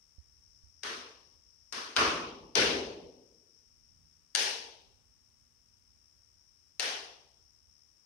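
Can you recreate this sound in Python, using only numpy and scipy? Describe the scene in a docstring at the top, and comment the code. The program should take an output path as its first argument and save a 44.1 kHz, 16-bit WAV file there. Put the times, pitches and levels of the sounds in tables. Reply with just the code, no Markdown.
"""Foam cracking off a steel roof

Hard foam lets go of a steel roof in a long vaulted shed: six sharp cracks of torn noise and clicks, each with
a floor bounce and dense reverberation made of decaying noise. Insects outside are a pulsed noise band.
The hand-held phone rumbles with filtered noise and takes bumps made of short tones. Under it all lie hiss
and faint low sines. The phone's two microphones differ in colour."""
import sys
import numpy as np
from scipy import signal
from scipy.fft import rfft, irfft, next_fast_len
from scipy.io import wavfile
from scipy.ndimage import uniform_filter1d, map_coordinates

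SR = 44100
rng = np.random.default_rng(int(sys.argv[2]) if len(sys.argv) > 2 else 0)


def waveform_to_disk(signal):
    """Save audio, clipped to [-1, 1], as 16-bit WAV at the path in sys.argv[1]."""
    frames = np.transpose(np.atleast_2d(signal))
    scaled = np.clip(frames, -1, 1) * 32767
    samples = np.round(scaled).astype(np.int16)
    wavfile.write(sys.argv[1], SR, samples)


N = 355225


def amp(db):
    """Amplitude ratio of a level in dB."""
    return 10 ** (np.asarray(db) / 20)


def unit(x):
    """x scaled to unit RMS in each channel."""
    return x / np.sqrt(np.mean(x ** 2, axis=-1, keepdims=True) + 1e-20)


def along(points, hz):
    """(f/Hz, value) points interpolated on a log-frequency axis."""
    f, v = np.transpose(points)
    return np.interp(np.log(hz + 1), np.log(f + 1), v)


def bell(hz, centre_hz, width_hz, db):
    """A resonance peak or dip in dB; width at half its dB height."""
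    return db / (1 + (2 * (hz - centre_hz) / width_hz) ** 2)


def curves(rows):
    """One value per sample for each column after the time."""
    s, *cols = np.transpose(rows)
    return np.array([np.interp(np.arange(N) / SR, s, c) for c in cols])


def wobble(knots_per_s):
    """A smooth random curve through normally distributed knots."""
    knots = rng.standard_normal(int(N * knots_per_s / SR) + 4)
    return map_coordinates(knots, [np.arange(N) * knots_per_s / SR])


def filtered(x, response):
    """x times a response of frequency."""
    n = x.shape[-1]
    m = next_fast_len(n + 8192)
    return irfft(rfft(x, m) * response(np.fft.rfftfreq(m, 1 / SR)), m)[..., :n]


def causal(gain_db):
    """The minimum-phase response with this gain, through the folded cepstrum."""
    c = irfft(gain_db * np.log(10) / 20)
    half = c.shape[-1] // 2
    c[..., 1:half] *= 2
    c[..., half + 1:] = 0
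    return np.exp(rfft(c))


def cracks():
    """Foam tears off the sheet: direct sound and shed reverberation, both coloured by roof and microphones."""
    # cracks: t/s, strength/dB, bass/dB, treble/dB, snap/dB, bounce delay/ms, bounce/dB, lead-in/ms,
    # bass decay factor, knock of the sheet f/Hz, loosened panel f/Hz, panel/dB, boom/dB, rib mode/dB
    crack_rows = [(0.834, -29.5, -3, -3.5, -2.5, 6.4, -6.5, 1.9, 0.92, 1800, 1500, 1.5, 1.5, 2.5),
                  (1.725, -31, -2.5, -1.7, -1.5, 6.4, -1, 0.7, 0.95, 1750, 260, 3.5, -0.5, 6),
                  (1.965, -18.5, 8, -6, -1.5, 5.9, -0.5, 3.3, 1.195, 1411, 2500, 4, -3, 6),
                  (2.554, -13.5, 2, -8, -2.5, 4.9, -5.5, 0.98, 1.25, 442, 2454, 0.5, 1.5, -5.5),
                  (4.3507, -20, -14.5, 2, 1.5, 8.1, 0.5, 0.83, 0.98, 1660, 860, 10, 4.5, -10),
                  (6.7968, -23.5, -13, -2.05, 1.8, 6.6, 2, 0.72, 0.9, 1800, 750, 9.5, 3.5, -3.5)]
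    n, start = 2 * SR, SR // 50
    t = (np.arange(n) - start) / SR
    out = np.zeros((2, N + n))
    for (s, strength_db, bass_db, treble_db, snap_db, delay_ms, bounce_db, lead_in_ms, bass_factor,
         knock_hz, panel_hz, panel_db, boom_db, rib_db) in crack_rows:
        burst, lead_in = tearing(t, start, lead_in_ms)
        bounce = floor_bounce(burst, delay_ms, bounce_db)
        near = direct_sound(amp(snap_db) * (burst + lead_in) + bounce, knock_hz)
        late = shed_filling(t, start, delay_ms, bass_factor)
        sound = roof_colour(amp(strength_db) * (near + late), bass_db, treble_db, knock_hz,
                            panel_hz, panel_db, boom_db, rib_db)
        out[:, round(s * SR) - start:][:, :n] += sound
    return out[:, :N]


def tearing(t, start, lead_in_ms):
    """The split: faint noise swelling just before the clicks, then clicks and a few ms of tearing noise."""
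    tear = rng.standard_normal((2, len(t)))
    tear[1] = 0.47 * tear[0] + 0.19 * tear[1]
    burst = 0.75 * tear * (t > 0) * amp(-60 * np.maximum(t, 0) / 0.016)
    burst[:, start] = 0.59
    burst[:, start + 14] += 2.1  # the main click, 14 samples after the first
    burst[:, start + rng.integers(20, 90)] += 0.8  # a weaker third click at a random short delay
    lead_in = 0.17 * tear * (t < 0) * np.exp(np.minimum(t, 0) * 1000 / lead_in_ms)
    return burst, lead_in


def floor_bounce(burst, delay_ms, bounce_db):
    """The floor returns the burst after a delay, stronger on the right."""
    lag = round(delay_ms * SR / 1000)
    delayed = np.pad(burst, ((0, 0), (lag, 0)))[:, :burst.shape[1]]
    return delayed * amp(bounce_db + np.array([[-5], [1.5]]))


def sheet_knock(hz, knock_hz, db):
    """Resonance of the sheet under the crack."""
    return bell(hz, knock_hz, knock_hz / 3.6, db)


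def direct_sound(x, knock_hz):
    """Snap and bounce with a strong knock; the left microphone faces the roof and gets more treble."""
    # direct sound over the reverberation: f/Hz, left/dB, right/dB
    facing = [(150, -1.5, -1), (400, 3, 0.5), (1500, 4.5, 5.5), (3020, 11, 9.5), (5370, 17, 7),
              (10000, 17, 6.5)]
    facing_hz, *facing_db = np.transpose(facing)

    def response(hz):
        sides_db = np.array([along(list(zip(facing_hz, db)), hz) for db in facing_db])
        return causal(sheet_knock(hz, knock_hz, 15) + sides_db)

    return filtered(x, response)


def shed_filling(t, start, delay_ms, bass_factor):
    """Reverberation swells as the shed fills."""
    after = np.maximum(t, 0)
    fill_s = 0.00042 * delay_ms ** 2  # the nearer the crack, the later its floor bounce and the far walls
    late = np.pad(reverberation(bass_factor, len(t)), ((0, 0), (start, 0)))[:, :len(t)]
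    slow_rise = 0.46 + 0.49 * (1 - np.exp(-(after / fill_s) ** 2))
    onset = 1 - np.exp(-after / 0.0012)
    return late * slow_rise * onset


def reverberation(bass_factor, n):
    """Diffuse stereo noise: sound keeps arriving along the vault, then each band dies at its own speed."""
    # shed decay before the bass factor: f/Hz, t60/s
    shed = [(60, 1.2), (160, 1), (420, 0.82), (900, 0.78), (1500, 0.48), (3000, 0.64), (6000, 0.6),
            (10000, 0.46), (15000, 0.52)]
    # how long sound keeps arriving along the vault: f/Hz, hold/s
    vault_hold = [(70, 0.1), (200, .12), (1000, 0.13), (3000, 0.097), (10000, 0.092)]
    # left-right likeness of the field: f/Hz, correlation
    diffuse = [(60, 0.83), (130, 0.97), (250, 1), (500, 0.65), (900, -0.003), (1400, -.1), (3000, .02)]
    hz, t, z = signal.stft(rng.standard_normal((2, n)), SR, nperseg=512, noverlap=384)
    t60_s = along(shed, hz) * along([(500, bass_factor), (1100, 1)], hz)
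    hold_s, knee = along(vault_hold, hz)[:, None], 2.5
    decay_s = (t ** knee + hold_s ** knee) ** (1 / knee) - hold_s
    z = z * amp(-60 * decay_s / t60_s[:, None])
    z = z * (1 - np.exp(-(t + 0.002) * (hz[:, None] + 1) / 1.4))  # the bass needs a few cycles to build up
    # random patches of louder and softer reverberation across time and frequency
    patches = uniform_filter1d(rng.standard_normal(z.shape[1:]), size=5, axis=0)
    patches = uniform_filter1d(patches, size=9, axis=1)
    z = z * amp(1.5 * patches / patches.std())
    turn = np.arccos(np.clip(along(diffuse, hz), -1, 1))[:, None] / 2
    mid, side = z[0] * np.cos(turn), z[1] * np.sin(turn)
    pair = np.array([mid + side, mid - side])
    return signal.istft(pair, SR, nperseg=512, noverlap=384)[1][:, :n]


def roof_colour(x, bass_db, treble_db, knock_hz, panel_hz, panel_db, boom_db, rib_db):
    """Sheet resonances, spectral slope and microphone colour as one minimum-phase filter."""
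    # panel resonances and the dips between them: f/Hz, width/Hz, level/dB
    roof_modes = [(103, 8.4, 2), (165, 12, 6), (251.2, 18, 6), (329.3, 19, 1.5), (398, 15, 4.5),
                  (463, 7.4, 6.5), (597.2, 110, -0.5), (1105.4, 100, 3), (1480, 75, 2), (1988, 120, 0.5),
                  (2340, 120, 1.5)]
    # crack colour of the left microphone: f/Hz, level/dB
    left_colour = [(60, -12.5), (150, -17), (420, -0.2), (750, -5.5), (1300, -2.35), (2000, -3),
                   (3000, -0.5), (4000, 0.5), (5600, 3), (6500, -4), (7300, -21), (8800, -8.5),
                   (11000, -20.5), (15500, -41.5)]
    # crack colour of the right microphone: f/Hz, level/dB
    right_colour = [(60, -8), (150, -17), (420, -2.5), (750, -8), (1300, -2.3), (1700, -0.5), (2100, -6),
                    (2900, 0.37), (3800, -7.5), (6000, -10), (7500, -17), (11000, -26), (13500, -29),
                    (15500, -49.5)]

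    def response(hz):
        tone_db = along([(200, bass_db), (1805, 0), (11060, treble_db)], hz)
        tone_db = tone_db + bell(hz, panel_hz, panel_hz / 2.7, panel_db)
        tone_db += bell(hz, 1170, 420, rib_db)
        tone_db += sheet_knock(hz, knock_hz, 3)  # stands out less here than in the direct sound
        tone_db += bell(hz, 450, 220, boom_db)  # low ring of the sheet
        roof_db = sum(bell(hz, *mode) for mode in roof_modes)
        rumble_cut_db = along([(20, -33), (55, 0.0)], hz)
        sides_db = np.array([along(left_colour, hz), along(right_colour, hz)])
        return causal(tone_db + roof_db + rumble_cut_db + sides_db)

    return filtered(x, response)


def grip_tremor():
    """The hand's tremor shakes the case: noise through a resonance around 62 Hz."""
    # tremor before the left cut: t/s, left/dB, right/dB
    tremor_level = [(0, -75), (.17, -73), (.25, -67.5), (.6, -68.5), (1.1, -70.5), (1.6, -71.5),
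                    (3.5, -77.5), (4, -65), (4.3, -76), (4.9, -68.5), (5.5, -72), (6.7, -72), (7.6, -71.5),
                    (8.05, -75)]
    case_hz, case_width_hz = 62, 35
    left_cut_db = -8.5  # the left microphone is further from the hand
    shake = rng.standard_normal((2, N))
    shake[0] += 0.5 * shake[1]

    def response(hz):
        case = 1j * hz * case_width_hz / (case_hz ** 2 - hz ** 2 + 1j * hz * case_width_hz)
        low_pass = 1 / (1 + (hz / 160) ** 2)
        high_pass = hz ** 2 / (hz ** 2 + 35 ** 2)
        return case * low_pass * high_pass

    tremor = unit(filtered(shake * amp(0.84 * wobble(19)), response))
    return tremor * amp(curves(tremor_level) + np.array([[left_cut_db], [0]]))


def finger_bumps():
    """Each finger bump on the case is a damped 66 Hz thud with a brief 600 Hz tick."""
    # bumps, gain on the thud: t/s, left/dB, right/dB
    bump_rows = [(0.183, -62, -39), (.636, -70, -49.5), (0.668, -76, -53), (6.119, -78.5, -66)]
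    t = np.arange(SR // 5) / SR
    thud = 0.76 * np.sin(2 * np.pi * 66 * t) * amp(-60 * (t / 0.069) ** 2)
    thud -= 0.17 * np.sin(2 * np.pi * 600 * t) * amp(-60 * t / 0.0033)  # the tick of the skin
    out = np.zeros((2, N))
    for s, *side_db in bump_rows:
        i = round(s * SR)
        out[:, i:i + len(t)] += amp(side_db)[:, None] * thud
    return out


def insects():
    """A far chorus: narrow-band noise, partly pulsed by the wing beat, mostly in the left microphone."""
    # insect band shape, relative: f/Hz, level/dB
    buzz_band = [(4300, -43.5), (4800, -14), (5200, -3), (5500, 1), (5800, -6.5), (6200, -14), (7000, -37)]
    # chorus on the left before flutter: t/s, level/dB
    chorus_level = [(0, -64.5), (.8, -61), (3.5, -62.5), (4.2, -65), (5.5, -66.5), (6.7, -64), (8.05, -64)]
    right_cut_db = -16
    beat_cycles = np.cumsum(73 + 0.6 * wobble(2)) / SR  # around 73 Hz
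    depth = np.clip(0.22 + 0.14 * wobble(2.6), 0, 1)
    pulse = 1 + depth * np.cos(2 * np.pi * beat_cycles)
    pulse += 0.5 * depth * np.cos(4 * np.pi * beat_cycles)
    pulsed = rng.standard_normal((2, N)) * pulse
    band = unit(filtered(pulsed, lambda hz: amp(along(buzz_band, hz)) * (hz > 3500) * (hz < 7500)))
    flutter_db = 0.65 * wobble(8.7)
    return band * amp(curves(chorus_level) + flutter_db + np.array([[0], [right_cut_db]]))


def low_tones():
    """Faint sines that fade in and out while their level wavers."""
    # low tones, mean peak level: from t/s, to t/s, f/Hz, level/dB
    tone_rows = [(3.85, 4.35, 156, -81.5), (2.7, 6.1, 237, -87)]
    t = np.arange(N) / SR
    out = np.zeros(N)
    for start_s, end_s, hz, db in tone_rows:
        fade = np.clip(np.minimum(t - start_s, end_s - t) / 0.073, 0, 1)
        out += fade * amp(db + 1.91 * wobble(8)) * np.sin(2 * np.pi * hz * t)
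    return out


def room_tone():
    """Steady hiss of air and microphones: white noise shaped per channel."""
    # left hiss density: f/Hz, level/(dB per Hz)
    left_hiss = [(40, -115), (150, -108), (300, -111), (700, -118), (1200, -115), (2500, -116.5),
                 (4300, -117), (6800, -112), (7400, -119), (8600, -112), (10500, -124), (15500, -127)]
    # right hiss density: f/Hz, level/(dB per Hz)
    right_hiss = [(40, -115), (150, -106), (300, -110), (700, -116), (1100, -112), (1600, -116),
                  (3000, -116.5), (4300, -121), (7300, -128), (9500, -129), (11500, -123.5), (15500, -127)]
    white = rng.standard_normal((2, N)) * np.sqrt(SR / 2)  # unit power per Hz
    return filtered(white, lambda hz: amp([along(left_hiss, hz), along(right_hiss, hz)]))


def scene():
    """All sources, summed in stereo."""
    return cracks() + grip_tremor() + finger_bumps() + insects() + low_tones() + room_tone()


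def record(dry):
    """The phone keeps nothing above its band limit."""
    band_limit_hz = 15800
    return filtered(dry, lambda hz: hz < band_limit_hz)


dry = scene()
out = record(dry)
waveform_to_disk(out)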